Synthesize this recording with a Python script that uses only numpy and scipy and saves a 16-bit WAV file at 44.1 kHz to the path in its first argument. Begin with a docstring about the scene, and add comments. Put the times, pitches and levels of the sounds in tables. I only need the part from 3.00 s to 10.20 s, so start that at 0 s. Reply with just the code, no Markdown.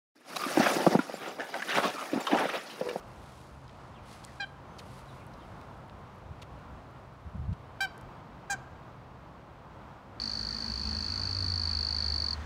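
"""Geese on a pond give three short, brassy honks, and the far bank throws them back.
Each honk comes from skin flaps in the bird's voice box snapping shut hundreds of times a second.
The hand that holds the camera makes faint sleeve rustles, finger scuffs and ticks.
Wind bumps the microphone, and small birds whistle thinly across the water.
Under it all lies a steady outdoor rumble with a faint low hum."""
import sys
import numpy as np
from scipy import signal
from scipy.fft import rfft, irfft
from scipy.io import wavfile

SR = 44100
rng = np.random.default_rng(int(sys.argv[2]) if len(sys.argv) > 2 else 0)


def master(y):
    """Save y as 16-bit WAV."""
    cut = np.clip(np.atleast_2d(y).T, -1, 1)
    pcm = np.round(cut * 32767)  # scale
    wavfile.write(sys.argv[1], SR, pcm.astype(np.int16))


N = 317520
HAND_REST_S = 4.6  # the hand moves until this time


def geese(beam_hz=3600):
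    """Three honks; treble travels forward, so the banks get more from a goose that faces them."""
    # How the throat shapes each honk: pitch_hz, level_db
    soft_throat = [(800, -6), (1600, 1.5), (2400, -8), (3200, -8), (4000, -9.5), (4800, -16), (5600, -23.5),
                   (6400, -38), (7200, -30.5), (8000, -35), (9600, -57), (15200, -71)]
    full_throat = [(780, -5), (1560, 1.5), (2340, -5.5), (3120, -8), (3900, -12.5), (4680, -11),
                   (5460, -15.5), (6240, -22.5), (7020, -23), (7800, -20), (9360, -31), (10920, -27),
                   (13260, -32), (14820, -35)]
    shrill_throat = [(800, -2), (1600, 2), (2400, -11.5), (3200, -19), (4000, -15.5), (4800, -14.5),
                     (5600, -16), (6400, -11.5), (7200, -10.5), (8000, -17.5), (9600, -26.5), (11200, -40),
                     (13600, -33), (15200, -38)]
    # Honks: start_s, length_s, level_db, effort_fade_db, start_hz, middle_hz, end_hz, attack_s,
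    # release_s, roughness (0-1), beak_lift_db (as the beak closes), treble_to_banks_db
    honks = [(1.398, 0.051, -35, 25, 811, 798.5, 769, 0.011, 0.0062, 0.06, 24, -4),
             (4.8042, 0.06, -31, 14, 767.6, 787.5, 736, 0.0042, 0.015, 0.05, 5, 0),
             (5.4966, 0.0585, -32, 7, 800, 795.6, 734, 0.011, 0.034, 0.15, 7, -3)]
    near, to_banks = np.zeros((2, N))
    for (start_s, *row, treble_db), throat in zip(honks, [soft_throat, full_throat, shrill_throat]):
        voice = honk(row, throat)
        add(near, start_s, voice)
        add(to_banks, start_s, colour(voice, [(beam_hz / 2, 0), (beam_hz, treble_db)]))
    return near + banks(to_banks)


def honk(row, throat, beak_hz=3150, beak_width_hz=450, rasp_db_per_octave=6.5):
    """The voice box snaps shut once a cycle, making harmonics: tones at multiples of the pitch."""
    length_s, db, fade_db, start_hz, middle_hz, end_hz, attack_s, release_s, rough, beak_db = row
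    t = np.arange(round(length_s * SR)) / SR
    progress = t / length_s
    pitch_hz = np.polyval(np.polyfit([0, .5, 1], [start_hz, middle_hz, end_hz], 2), progress)
    # The voice is unsteady as it starts, and cracks briefly as the pitch turns down.
    unsteady = 1.3 * np.exp(-t / .008)
    crack = 1.2 * np.exp(-((progress - .62) / .09) ** 2)
    rough = rough * (1 + unsteady + crack)
    flutter = rough * band_noise(len(t), 185, .25)  # the flaps shake in a rough honk
    jitter = .0045 * band_noise(len(t), 400, 1)
    cycles = np.cumsum(pitch_hz * (1 + .024 * flutter + jitter)) / SR
    fade_in = np.sin(np.pi / 2 * np.clip(t / attack_s, 0, 1))
    fade_out = np.sin(np.pi / 2 * np.clip((length_s - t) / release_s, 0, 1))
    gate = fade_in * fade_out
    effort = gate * amp(-fade_db * progress)
    harmonic = np.arange(1, 21)[:, None]
    hz = harmonic * middle_hz
    # Only a wide swing closes the flaps fully, and only full closure makes treble.
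    closure = np.clip((gate - .45) / .45, 0, 1) ** 2
    treble = (closure + .02) ** np.clip((harmonic - 3) / 9, 0, 1)
    beak_band = np.exp(-((hz - beak_hz) / beak_width_hz) ** 2)
    beak = amp(beak_db * .5 * np.tanh(4 * (progress - .5)) * beak_band)
    # No two snaps are alike: higher harmonics waver more.
    waver = np.array([band_noise(len(t), 90, 1.2) for _ in harmonic])
    waver *= np.minimum(.011 * harmonic ** 1.4, .45)
    # Higher harmonics also swell with effort and die first.
    swell = gate ** .5 * effort ** (.033 + .49 * np.log(harmonic))
    swell *= treble * beak * np.exp(waver + .8 * flutter)
    swell /= np.sqrt(np.mean(swell ** 2, 1, keepdims=True))
    # The throat rings after each snap, which makes each harmonic lag a little.
    throat_db = level_at(throat, hz[:, 0])
    mirrored_gain = np.log(amp(np.r_[throat_db[0] - 20, throat_db, throat_db[::-1]]))
    lag = -.33 * signal.hilbert(mirrored_gain).imag[1:len(harmonic) + 1, None]
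    voice = (amp(throat_db)[:, None] * swell * np.cos(2 * np.pi * harmonic * cycles + lag)).sum(0)
    # Air escapes in one puff each cycle, brighter than the tone.
    puffs = rng.standard_normal(len(t)) * (1 + np.cos(2 * np.pi * cycles))
    bright = [(f, level + rasp_db_per_octave * np.log2(f / middle_hz)) for f, level in throat]
    rasp = colour(puffs, [(300, -26)] + bright) * effort * gate
    return amp(db) * unit(unit(voice) + rough * unit(rasp))


def banks(sound, tail_db=-24, tail_s=.65):
    """The shore sends back a few smeared echoes, and the trees add a dull, fading tail."""
    # Echoes: delay_s, level_db, smear_s, centre_hz, width_octaves; the first, a few milliseconds late, comes
    # off the ground, the rest from the banks
    echoes = [(.005, -12, 0.011, 2200, 3.7), (.063, -18, 0.0002, 4400, 0.25),
              (0.065, -46, 0.066, 2400, 1.2), (.122, -40, .012, 800, 1.5), (.205, -35, 0.022, 1420, 1.1)]
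    t = np.arange(SR) / SR
    tail_shape = amp(-60 * t / tail_s) * np.clip(t / .014, 0, 1)
    shore = amp(tail_db) * unit(band_noise(SR, hz=950, octaves=2.1) * tail_shape)
    for delay_s, db, smear_s, hz, octaves in echoes:
        scatter = unit(rng.standard_normal(SR) * np.exp(-t / smear_s))
        shore += amp(db) * band(np.roll(scatter, round(delay_s * SR)), hz, octaves)
    return signal.fftconvolve(sound, shore / np.sqrt(SR))[:N]


def wind(eddy_db=-9.5):
    """Each gust pushes the microphone for a few uneven swings and sheds eddies (small, fast swirls)."""
    # Gusts: middle_s, level_db, half_length_s
    gusts = [(2.789, -50.5, 0.046), (3.265, -46.5, 0.026), (3.312, -40.5, 0.0285), (3.556, -48, 0.093),
             (3.731, -46.5, .07), (4.273, -39.5, .035), (4.357, -35.5, 0.019), (4.402, -34.5, 0.0377),
             (4.455, -39, 0.051), (4.493, -30, .025), (4.52, -29, 0.023)]
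    out = np.zeros(N)
    for middle_s, db, half_s in gusts:
        size = round(2 * half_s * SR)
        hz = 72.5 * (.041 / half_s) ** .23  # a shorter gust swings faster
        wobble = np.exp(.21 * band_noise(size, 51, .77))
        cycles = np.cumsum(hz * wobble) / SR + rng.random()
        swing = np.sin(2 * np.pi * cycles) + .083 * np.cos(4 * np.pi * cycles)
        eddies = amp(eddy_db) * unit(band_noise(size, 1.83 * hz, .36))
        add(out, middle_s - half_s, amp(db) * unit(swing + eddies) * np.hanning(size))
    # The microphone passes little of the deepest push.
    return colour(out, [(15, -25), (30, 0), (55, .5)])


def sleeve(grains_per_s=3500, brush_db=-78, brush_fade_s=.68):
    """Cloth fibres catch and let go: tiny clicks in a soft hiss that swells with each stroke."""
    # The tone of rubbing cloth: pitch_hz, level_db
    cloth = [(800, -5), (2000, 3), (4500, 1), (7000, -5), (10500, -7), (13000, -17.5), (15500, -19)]
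    # Sleeve strokes as the camera turns: peak_s, rise_s, fall_s, level_db, top_treble_lift_db
    strokes = [(.36, 0.37, 0.22, -63, 1.5), (.84, 0.3, 0.18, -68, -10), (1.125, 0.069, 0.063, -56.5, 1),
               (1.27, 0.16, 0.2, -61.5, -2), (1.99, 0.2, 0.037, -61, 3.5), (2.13, 0.12, 0.11, -66, 3),
               (2.52, .35, .35, -73.5, 3)]
    grains = rng.standard_normal(N) * amp(2 * np.minimum(rng.exponential(1, N), 4))
    grains *= rng.random(N) < grains_per_s / SR
    rub = unit(colour(rng.standard_normal(N) + unit(grains), cloth))
    top = band(rub, hz=13500, octaves=.48)
    t = np.arange(N) / SR
    # Faint brushing goes on between strokes and fades once the hand rests.
    brush = amp(brush_db) * np.clip((HAND_REST_S - t) / brush_fade_s + 1, 0, 1)
    power = top_power = brush ** 2
    for peak_s, rise_s, fall_s, db, top_db in strokes:
        width_s = np.where(t < peak_s, rise_s, fall_s)
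        stroke = amp(db) * np.exp(-np.abs((t - peak_s) / width_s) ** 2.1)  # bell-shaped
        power = power + stroke ** 2
        top_power = top_power + (amp(top_db) * stroke) ** 2
    catching = amp(band_noise(N, 44, .86))
    return ((rub - top) * np.sqrt(power) + top * np.sqrt(top_power)) * catching


def finger_scuffs():
    """Fingers slip on the camera case with a short, falling squeak."""
    # Slips: start_s, length_s, level_db, start_hz
    scuffs = [(0.677, 0.0063, -60.5, 5070), (1.237, 0.011, -53.5, 5300), (1.782, 0.026, -50.5, 6300),
              (2.336, 0.0084, -62.5, 5700), (3.415, 0.021, -51.5, 4900), (4.526, 0.015, -62, 4100)]
    out = np.zeros(N)
    for start_s, length_s, db, start_hz in scuffs:
        size = round(length_s * SR)
        cycles = np.cumsum(fall(size, start_hz, octaves_per_s=65)) / SR
        squeak = unit(band_noise(size, 500, 1) * np.cos(2 * np.pi * cycles))
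        hiss = .41 * band_noise(size, 4800, .81)
        add(out, start_s, amp(db) * unit((squeak + hiss) * signal.windows.tukey(size, .6)))
    return out


def case_ticks(faint_per_s=6):
    """The case gives dry ticks as it is handled, with faint random ones while the hand moves."""
    # The louder ticks: start_s, peak_db, centre_hz, decay_s
    ticks = [(.694, -45, 2750, 0.0029), (1.2493, -31.5, 5370, 0.00029), (2.267, -47, 11000, .0006),
             (2.614, -43.5, 2860, 0.0013), (2.8972, -44, 2760, .0012), (4.979, -45, 7640, .0006),
             (5.012, -46.5, 8300, 0.001)]
    faint = [(rng.uniform(0, HAND_REST_S), rng.uniform(-63, -57), 10100, .0005)
             for _ in range(round(faint_per_s * HAND_REST_S))]
    out = np.zeros(N)
    t = np.arange(SR // 50) / SR
    for start_s, db, hz, decay_s in ticks + faint:
        tick = band_noise(len(t), hz, octaves=.5) * np.exp(-t / decay_s)
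        add(out, start_s, amp(db) * tick / np.abs(tick).max())
    return out


def birds(smear_s=.016):
    """Small birds give faint, sliding whistles, blurred by the trees."""
    # Whistles: start_s, length_s, level_db, start_hz, fall_octaves_per_s
    whistles = [(0.933, 0.07, -62, 3900, 13.5), (1.265, 0.037, -56, 2150, 9.5), (1.65, .12, -73, 6100, -.3),
                (2.077, 0.036, -60, 4200, 9.5), (2.176, 0.057, -60, 3000, 10.5),
                (2.386, .06, -65, 4200, 11.5)]
    direct = np.zeros(N)
    for start_s, length_s, db, start_hz, slope in whistles:
        size = round(length_s * SR)
        hz = fall(size, start_hz, slope) * (1 + .017 * band_noise(size, 150, 1))
        tone = np.sin(2 * np.pi * np.cumsum(hz) / SR)
        add(direct, start_s, amp(db) * tone * signal.windows.tukey(size, .5))
    leaves = rng.standard_normal(SR // 8) * np.exp(-np.arange(SR // 8) / SR / smear_s)
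    return .5 * direct + signal.fftconvolve(direct, leaves / np.linalg.norm(leaves))[:N]


def air(level_db=-49, lump_db=1.0, drift_db=1.1):
    """A distant outdoor rumble, with a low end made lumpy by the breeze."""
    # The tone of the outdoor air: pitch_hz, level_db
    air_tone = [(15, -58), (25, -17.5), (55, 0.5), (110, 0.5), (190, -3.5), (280, -7.5), (420, -10.5),
                (600, -8), (1050, -8), (1350, -12.5), (1800, -20.5), (4000, -31.5), (11000, -50.5),
                (15500, -50)]
    wash = colour(rng.standard_normal(N), air_tone)
    low = band(wash, hz=70, octaves=.25)
    lumps = amp(lump_db * band_noise(N, 5.6, .24))
    drift = amp(drift_db * band_noise(N, 1.34, 1))
    return amp(level_db) * unit(low * lumps + (wash - low) * drift)


def drone():
    """A far, wavering hum inside the rumble sinks, comes back and sinks again."""
    # Loudness of the hum: time_s, level_db
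    hum_levels = [(0, -58.5), (2.3, -59.5), (2.9, -63), (5, -58), (7.2, -66.5)]
    level_db = np.interp(np.arange(N) / SR, *np.transpose(hum_levels))
    return band_noise(N, hz=131, octaves=.034) * amp(level_db)


def amp(db):
    """Turns decibels into a number to multiply by."""
    return 10 ** (np.asarray(db) / 20)


def unit(x):
    """Scales a sound to an average (rms) level of 1."""
    return x / np.sqrt(np.mean(np.abs(x) ** 2) + 1e-20)


def level_at(curve, hz):
    """Reads the level at hz from a curve of (pitch_hz, level_db) points."""
    pitches, levels = np.transpose(curve)
    return np.interp(np.log(hz + 1), np.log(pitches + 1), levels)


def colour(x, curve):
    """Turns each pitch in a sound up or down to follow a curve."""
    hz = np.fft.rfftfreq(len(x), 1 / SR)
    return irfft(rfft(x) * amp(level_at(curve, hz)), len(x))


def add(mix, start_s, sound):
    """Mixes a sound in at start_s."""
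    part = mix[max(round(start_s * SR), 0):][:len(sound)]
    part += sound[:len(part)]


def band(x, hz, octaves):
    """Keeps a bell-shaped range of pitches around hz."""
    f = np.fft.rfftfreq(len(x), 1 / SR)
    return irfft(rfft(x) * np.exp(-.5 * (np.log2((f + 1) / hz) / octaves) ** 2), len(x))


def band_noise(size, hz, octaves):
    """Noise around hz, at a level of about 1."""
    return unit(band(rng.standard_normal(size + SR // 8), hz, octaves))[:size]


def fall(size, start_hz, octaves_per_s):
    """A pitch that slides down at a steady rate."""
    return start_hz * 2 ** (-octaves_per_s * np.arange(size) / SR)


def scene():
    """All the sounds together in one channel."""
    return (geese() + wind() + sleeve() + finger_scuffs() + case_ticks() + birds() + air() + drone())[None]


def record(dry):
    """The recorder cuts off the very highest treble."""
    low_pass = signal.firwin(511, cutoff=15760, window=("kaiser", 9), fs=SR)
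    return signal.oaconvolve(dry, low_pass[None], "same")


dry = scene()
out = record(dry)
master(out)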